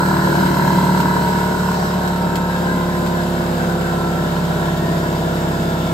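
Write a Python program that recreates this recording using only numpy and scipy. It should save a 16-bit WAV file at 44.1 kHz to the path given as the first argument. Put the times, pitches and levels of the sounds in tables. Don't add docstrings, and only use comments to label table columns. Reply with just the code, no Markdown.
import sys
import numpy as np
from scipy import signal
from scipy.io import wavfile
from scipy.ndimage import uniform_filter1d

SR = 44100
rng = np.random.default_rng(int(sys.argv[2]) if len(sys.argv) > 2 else 0)


def put_to_file(sound):
    columns = np.atleast_2d(sound).T
    safe = np.clip(columns, -1, 1)
    whole_steps = np.round(safe * 32767)
    wavfile.write(sys.argv[1], SR, whole_steps.astype(np.int16))


N = 261513
T = np.arange(N) / SR
SLOW_T = T[::256]
EDGE_HZ = 15720

# time in seconds, crank turns per second.
CRANK = [(0.0, 37.34), (0.49, 37.172), (0.99, 36.8), (1.48, 36.39), (1.98, 35.891), (2.47, 35.52),
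         (2.96, 35.173), (3.46, 34.784), (3.95, 34.493), (4.45, 34.184), (4.94, 33.918), (5.44, 33.772),
         (5.93, 33.496)]
# time in seconds, place (0 in front, 1 above the corner, 2 at the side).
PLACE = [(0, 0.17), (.7, 0.0065), (1.2, 0.26), (1.6, 0.56), (1.9, 0.67), (2.8, 1.13), (3.2, 1.23),
         (4.4, 1.25), (4.9, 1.87), (5.93, 1.9)]
# centre in Hz, width in Hz, lift in dB (the rattle takes a share).
BODY = [(184, 5, 3), (265, 5, 14), (285, 5, 13), (347, 12, 22), (413, 10, 10), (439, 6, 16), (494, 19, 11),
        (556, 6, 5), (620, 39, 13), (692, 23, 19), (759, 6, 20), (851, 20, 17), (926, 11, 21),
        (948, 18, 22), (1021, 18, 21), (1090, 6, 11), (1342, 21, 9), (1362, 6, 12), (1415, 8, 11),
        (1455, 6, 9), (1494, 21, 9), (1535, 29, 9), (1596, 6, 11), (1672, 9, 21)]
# multiple of the crank rate, time in seconds, half length in seconds, lift in dB.
STANDING = [(3.5, 2.0, 0.8, -9), (4.5, 0.8, 0.2, 5), (4.5, 4.8, 0.4, 4), (5, 0.8, 0.3, 3), (6, 3.2, 0.2, 9),
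            (6, 4.4, 0.35, -9), (7, 0.8, 0.35, 5), (7, 1.9, 0.55, -5), (7, 3.4, 0.8, 5),
            (7.5, 2.0, 0.8, -14), (8, 0.8, 0.8, 3), (8, 2.7, 0.3, 5), (8, 4.3, 0.4, 9), (9, 0.3, 0.3, 4),
            (9, 2.5, 0.35, 9), (10, 2.8, 0.25, 4), (12, 0.3, 0.3, -5), (15, 1.7, 0.45, -6),
            (15, 3.7, 0.3, 4), (15, 4.6, 0.35, -9), (17, 4.3, 0.3, 4), (18, 0.9, 0.35, 5),
            (18, 3.9, 0.2, -9), (18, 4.8, 0.3, 3), (21, 0.7, 0.9, 8), (23, 0.5, 0.7, 3), (34, 4.8, 0.9, 5),
            (20, 1.5, 0.3, -6), (20, 2.1, 0.3, 5), (22, 1.1, 0.45, 8), (22, 1.9, 0.55, 14),
            (22, 3.6, 0.5, 6), (23, 2.1, 0.3, -12), (26, 4.2, 0.65, -12), (29, 0.9, 1.2, -5),
            (36, 5.2, 0.4, -8), (37, 5.2, 0.4, -8), (39, 5.2, 0.3, -8), (42, 2.5, 0.5, -6),
            (42, 3.9, 0.3, -9), (43, 4.3, 0.5, 7), (45, 3.9, 0.3, 7), (24, 1.1, 0.35, 9),
            (25, 2.3, 0.3, -9), (26, 2.3, 0.4, 5), (27, 4.7, 0.3, -5), (29, 2.8, 0.4, 2),
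            (28, 1.3, 0.2, -5), (28, 2.3, 0.3, -9), (28, 3.3, 0.8, -14), (28, 4.2, 0.2, -5),
            (29, 3.6, 0.2, -14), (29, 4.8, 0.55, 5), (30, 1.9, 0.2, 14), (37, 1.5, 0.55, -5),
            (37, 2.4, 0.2, 9), (38, 2.4, 0.8, -9), (39, 0.9, 0.35, -14), (39, 3.2, 0.35, -9),
            (39, 4.1, 0.2, 9), (40, 0.7, 0.35, -5), (40, 1.7, 0.2, 9), (40, 5.2, 0.35, -14),
            (41, 1.6, 0.4, 3), (45, 2.6, 0.2, 9), (54.0, 2.4, 0.35, -14), (54, 4.8, 0.2, 9),
            (54.0, 5.3, 0.3, 5), (57.38, 0.2, 0.2, -14), (57.38, 0.6, 0.3, 5), (57.38, 2.1, 0.4, -9),
            (57.38, 2.8, 0.2, 9), (57.38, 4.2, 0.7, -20)]

HUM_HZ = 120
HUM_DB = (-37, -42.5, -45)

# frequency in Hz, base level in dB per Hz.
HISS = [(1500, -91.5), (2200, -73), (2450, -76.5), (2700, -74.5), (3300, -78), (4500, -75.5), (6000, -81),
        (7500, -78), (9000, -82.5), (9600, -112), (10600, -112), (11000, -85.5), (13000, -80),
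        (15700, -87.5)]
# frequency in Hz, base level in dB per Hz.
HISS_WIDE = [(1500, -90), (2200, -70.5), (2450, -87), (2700, -75.5), (3700, -77), (4300, -77.5),
             (7000, -84), (9000, -81.5), (11000, -84.5), (12200, -79.5), (12600, -108), (14300, -108),
             (14600, -95), (15700, -92)]
# multiple of the motor rate, width in Hz, lift in dB.
BRUSHES = [(32.14, 540, 4), (64.7, 420, 1.5), (94.8, 420, 6)]
# centre in Hz, width in Hz, full lift in dB.
PARTS = [(1998, 9, 15.5), (2210, 29, 4), (2650, 34, 8), (2970, 18, 9), (3203, 34, 9), (4930, 51, 8),
         (5320, 60, 3), (5780, 62, 3)]
# time in seconds, half length in seconds, centre in Hz, width in Hz, lift in dB.
SWISH = (1.82, 0.14, 5600, 1600, 4)

# frequency in Hz, base level in dB per Hz.
RATTLE = [(20, -78), (50, -57), (100, -61), (140, -59), (160, -48.5), (190, -41), (290, -59), (350, -55.5),
          (500, -57.5), (750, -56.5), (900, -62), (1020, -56.5), (1180, -65.5), (1370, -59.5), (1700, -60),
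          (1950, -69), (2400, -117.5)]
# frequency in Hz, base level in dB per Hz.
RATTLE_WIDE = [(20, -95), (100, -75), (170, -97), (350, -57), (800, -58), (900, -58), (1030, -58.5),
               (1180, -61), (1370, -52), (1450, -62), (1650, -53), (1900, -64), (2400, -87)]
# time in seconds, half length in seconds, centre in Hz, width in Hz, lift in dB.
BUZZES = [(2.5, 0.11, 1590, 140, 6), (2.71, .04, 1590, 100, 10), (3.42, .05, 1520, 80, 2),
          (3.62, 0.028, 1530, 100, 11), (3.72, 0.023, 1510, 140, 14), (3.872, 0.041, 1520, 140, 9)]

# frequency in Hz, lift in dB.
FRONT = [(60, 5), (130, 6.5), (350, 5.5), (600, 2), (950, 6.5), (1500, 6.5), (2500, 2), (4000, 3),
         (8000, 4), (12000, 3.5)]
# frequency in Hz, amplitude share (0 to 1).
QUADRATURE = [(200, 0.2), (700, 0.8), (1500, 0), (3000, 0.2), (6000, .35), (9000, 1), (12000, .7)]
# frequency in Hz, left minus right in dB.
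LEAN = [(60, -0.5), (130, -4), (290, 7), (640, 1.5), (1410, -1), (3100, 3.5), (6820, 1.5), (15000, -.5)]
# frequency in Hz, level against the common part in dB.
TONE_WIDE = [(60, -55), (130, -26.5), (290, -11.5), (640, -13.5), (1410, -10), (3100, -12), (6820, -7),
             (15000, 0)]
TONE_LEAN_DB = -1.1

GEAR_MULTIPLES = [103.5, 105, 106, 107, 108, 109, 110, 112.5, 211.5]
# level in dB rms in front, above, at the side, before the lifts of body and room.
GEAR_DB = [(-52.5, -60, -63), (-69, -55, -51), (-61, -65, -76), (-63, -70, -65), (-53.5, -62, -60),
           (-51, -79, -64), (-55, -69, -61), (-52, -55, -61), (-49, -55, -68)]
MOTOR_TURNS = 27 / 8
# multiple of the motor rate, then level in dB rms in front, above, at the side,
# before the lifts of body and room.
WHINE = [(4, -55, -52, -51), (15, -68, -58, -63), (16, -49, -56, -56), (17, -51, -54, -68)]

BLOWS = [(9, 0, .05, .01), (21, .9, .55, .09), (30, .3, .9, .05), (99, .285, .62, .13)]
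ROCKING = (-.45, .27)
KNOCK_TURN = BLOWS[2][1]

# frequency in Hz, then level in dB rms in front, above, at the side,
# before the lifts of single multiples, body and room.
VALVES = [(299, -45.5, -61, -47.5), (416, -43, -45.5, -45), (482, -59, -46, -50.5), (611, -43, -49, -48.5),
          (680, -66.5, -57.5, -48), (810, -62, -59, -58.5), (958, -45.5, -57.5, -62.5),
          (1156, -54.5, -57, -61), (1350, -48.5, -53, -49.5), (1550, -47.5, -55.5, -64),
          (1690, -79, -66, -60)]
FIRST_UPPER, LAST_UPPER = 9, 46
ODD_MULTIPLES = {13: -10, 15: 5, 16: -5, 21: -8, 22: -3, 26: 2, 29: 3, 30: -4, 31: -4, 32: 4, 37: 3, 46: -7}
# time in seconds, strength in dB on the scale of USUAL_KNOCK_DB.
HARD_KNOCKS = [(0.167, -9.5), (0.328, -11.5), (0.488, -11.5), (0.569, -9), (0.596, -10), (0.623, -9),
               (0.732, -12), (0.786, -11), (0.92, -15), (0.947, -8), (0.975, -10), (1.002, -8),
               (1.029, -9.5), (1.056, -8), (1.165, -10.5), (1.549, -8.5), (1.687, -7), (1.715, -7)]
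USUAL_KNOCK_DB, KNOCK_SPREAD_DB = -11, 0.9
KNOCK_PEAK_S, KNOCK_HALF_S = 0.0044, 0.007

LOW_MULTIPLES = [1, 2, 3, 3.5, 4, 4.5, 5, 5.5, 6, 6.5, 7, 7.5, 8, 22.5]
# level in dB rms in front, above, at the side, before the lifts of body and room.
LOW_DB = [(-46.5, -42.5, -41.5), (-32.5, -34, -33), (-39, -36, -33), (-38, -52, -71), (-23.5, -36, -35),
          (-33.5, -31.5, -31.5), (-27.5, -24, -26), (-37, -38.5, -38), (-39.5, -38, -63), (-88, -41, -36),
          (-43.5, -40.5, -37), (-47, -47, -69), (-46, -56, -44), (-54, -49, -59)]


def gain_of(db):
    return 10 ** (np.asarray(db) / 20)


def read(points, hz):
    f, value = np.transpose(points)
    return np.interp(np.log(hz + 1), np.log(f + 1), value)


def curve(rows, t):
    return np.interp(t, *np.transpose(rows))


def crank_rate(t):
    return curve(CRANK, t)


def crank_turns():
    return np.cumsum(crank_rate(T)) / SR


def at_place(front, above, side, t):
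    place = np.clip(curve(PLACE, t), 0, 2)
    in_front = np.maximum(1 - place, 0)
    at_side = np.maximum(place - 1, 0)
    return front * in_front + above * (1 - abs(place - 1)) + side * at_side


def humps_db(hz, peaks):
    power = 1
    for centre_hz, width_hz, lift_db in peaks:
        power = power + gain_of(2 * lift_db) / (1 + (2 * (hz - centre_hz) / width_hz) ** 2)
    return 10 * np.log10(power)


def standing_db(multiple, t):
    lift_db = 0
    for k, s, half_s, db in STANDING:
        chosen = abs(multiple[:, None] - k) < .1
        lift_db = lift_db + chosen * db * np.exp(-((t - s) / half_s) ** 2)
    return lift_db


def swell_db(hz, t, s, half_s, centre_hz, width_hz, db):
    return db * np.exp(-((t - s) / half_s) ** 4 - (2 * (hz - centre_hz) / width_hz) ** 2)


def drift(count, top_hz):
    hz = np.geomspace(.15, top_hz, 12)[:, None, None]
    rate = hz * rng.uniform(0.808, 1.2, (count, 1))
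    waves = np.sin(2 * np.pi * (rate * SLOW_T + rng.random((12, count, 1))))
    return waves.sum(0) / np.sqrt(6)


def knocks(depth, decay_turns, uneven_db):
    turns = crank_turns() + 1 - KNOCK_TURN + 0.12
    strength = gain_of(uneven_db * rng.standard_normal(300))[turns.astype(int)]
    gain = 1 + depth * strength * np.exp(-(turns % 1) / decay_turns)
    gain = uniform_filter1d(gain, 60)
    return gain / np.sqrt(uniform_filter1d(gain ** 2, size=SR // 4))


def knock_force():
    turns = crank_turns() + .5 - KNOCK_TURN
    chance = rng.standard_normal(300)[turns.astype(int)]
    force_db = KNOCK_SPREAD_DB * uniform_filter1d(chance, size=300)
    for s, db in HARD_KNOCKS:
        bump = np.exp(-((T - s - KNOCK_PEAK_S) / KNOCK_HALF_S) ** 2)
        force_db = force_db + (db - USUAL_KNOCK_DB) * bump
    return gain_of(force_db)


def gain_above(x, edge_hz, gain):
    low = signal.oaconvolve(x, signal.firwin(801, edge_hz, fs=SR)[None], "same")
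    return low + (x - low) * gain


def noise(common, wide, lift_db, patchy_db):
    hz = np.fft.rfftfreq(2048, 1 / SR)[:, None]
    frames = N // 512 + 5
    t = np.arange(frames) * 512 / SR
    a, b, c, d, patches = rng.standard_normal((5, len(hz), frames))
    patches = uniform_filter1d(uniform_filter1d(patches, 12, 0), 8, 1) * np.sqrt(96)
    front = 1 - np.clip(curve(PLACE, t), 0, 1)
    shape = gain_of(read(FRONT, hz) * front + lift_db(hz, t) + patchy_db * patches)
    shared, separate = a + 1j * b, c + 1j * d
    turned = np.clip(read(QUADRATURE, hz), 0, 1)
    mid = gain_of(read(common, hz)) * shared
    side = gain_of(read(wide, hz)) * (turned * 1j * shared + np.sqrt(1 - turned ** 2) * separate)
    lean = gain_of(read(LEAN, hz) / 2)
    z = np.array([(mid + side) * lean, (mid - side) / lean]) * shape * np.sqrt(SR / 2048)
    return signal.istft(z, nperseg=2048, noverlap=1536)[1][:, :N]


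def tones(multiple, place_db, start_turns, waver_db, waver_turns):
    t, count = SLOW_T, len(multiple)
    hz = multiple[:, None] * crank_rate(t)
    unrest = np.minimum(hz / 500, 1)
    level_db = at_place(*place_db(hz), t) + humps_db(hz, BODY) + standing_db(multiple, t)
    level_db = level_db + waver_db * unrest * drift(count, 3.)
    phase_turns = start_turns + waver_turns * unrest * drift(count, 3.)
    common = gain_of(level_db) * np.exp(2j * np.pi * phase_turns)
    wide_turns = 0.26 + 0.1 * (rng.random((count, 1)) - .5) + 0.12 * drift(count, 0.96)
    wide = common * gain_of(read(TONE_WIDE, hz)) * np.exp(2j * np.pi * wide_turns)
    half_t, turns = T[::2], crank_turns()[::2]
    out = np.zeros((2, len(half_t)))
    for k in range(count):
        spin = np.exp(2j * np.pi * multiple[k] * turns)
        for port, sign in enumerate((1, -1)):
            out[port] += (spin * np.interp(half_t, t, common[k] + sign * wide[k])).real
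    out = signal.resample_poly(out, 2, 1, axis=1)[:, :N]
    return np.sqrt(2) * out * gain_of([[TONE_LEAN_DB / 2], [-TONE_LEAN_DB / 2]])


def stroke(multiple, place_db):
    highest, angle, start, spread = np.transpose(BLOWS)
    group = np.searchsorted(highest, multiple)
    half = multiple % 1 > 0
    whole_cycles = start[group] - multiple * angle[group]
    cycles = np.where(half, ROCKING[1] - multiple * ROCKING[0], whole_cycles)
    cycles = cycles - .25 * (multiple == 5)
    early_pair = ((multiple == 4.5) | (multiple == 5))[:, None]
    advance = early_pair * at_place(0, .07, .14, SLOW_T)
    scatter = spread[group] * rng.standard_normal(len(multiple))
    smear = at_place(.7, 1.6, 2.2, SLOW_T)
    start_turns = cycles[:, None] + advance + scatter[:, None] * smear
    return tones(multiple, place_db, start_turns, waver_db=.8 + 1.5 * half[:, None], waver_turns=.04)


def hum():
    level = np.sqrt(2) * gain_of(at_place(*HUM_DB, T))
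    return level * np.sin(2 * np.pi * HUM_HZ * T) * np.ones((2, 1))


def hiss():
    def lift_db(hz, t):
        motor_rate = MOTOR_TURNS * crank_rate(t)
        brushes = [(k * motor_rate, width_hz, db) for k, width_hz, db in BRUSHES]
        parts_db = humps_db(hz, PARTS) * at_place(0.78, 0.82, 0.78, t)
        return humps_db(hz, brushes) + parts_db + swell_db(hz, t, *SWISH)
    flutter = gain_of(0.35 * np.interp(T, SLOW_T, drift(1, 9.)[0]))
    air = noise(HISS, HISS_WIDE, lift_db, patchy_db=1.0)
    return air * knocks(depth=0.092, decay_turns=0.46, uneven_db=8.0) * flutter


def rattle():
    def lift_db(hz, t):
        return 0.39 * humps_db(hz, BODY) - 6.0 + sum(swell_db(hz, t, *row) for row in BUZZES)
    panels = noise(RATTLE, RATTLE_WIDE, lift_db, patchy_db=2.0)
    depth = at_place(0.73, 0.43, 0.23, T)
    return gain_above(panels, 700, knocks(depth, decay_turns=0.15, uneven_db=1.5))


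def gears():
    levels = np.transpose(GEAR_DB)[:, :, None]
    start_turns = rng.random((len(GEAR_DB), 1))
    return tones(np.array(GEAR_MULTIPLES), lambda hz: levels, start_turns, waver_db=2.5, waver_turns=.15)


def motor():
    rows = np.transpose(WHINE)
    start_turns = rng.random((len(WHINE), 1))
    return tones(MOTOR_TURNS * rows[0], lambda hz: rows[1:, :, None], start_turns, waver_db=2.5, waver_turns=.15)


def valves():
    rows = np.array(VALVES)
    multiple = np.arange(FIRST_UPPER, LAST_UPPER + 1)
    odd_db = np.array([[ODD_MULTIPLES.get(k, 0)] for k in multiple])

    def place_db(hz):
        return [read(rows[:, [0, place]], hz) + odd_db for place in (1, 2, 3)]
    return gain_above(stroke(multiple, place_db), 750, knock_force())


def piston():
    levels = np.transpose(LOW_DB)[:, :, None]
    return stroke(np.array(LOW_MULTIPLES), lambda hz: levels)


def scene():
    return hum() + hiss() + rattle() + gears() + motor() + valves() + piston()


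def record(dry):
    low_pass = signal.firwin(1501, EDGE_HZ, window=("kaiser", 9), fs=SR)
    return signal.oaconvolve(dry, low_pass[None], "same")


dry = scene()
out = record(dry)
put_to_file(out)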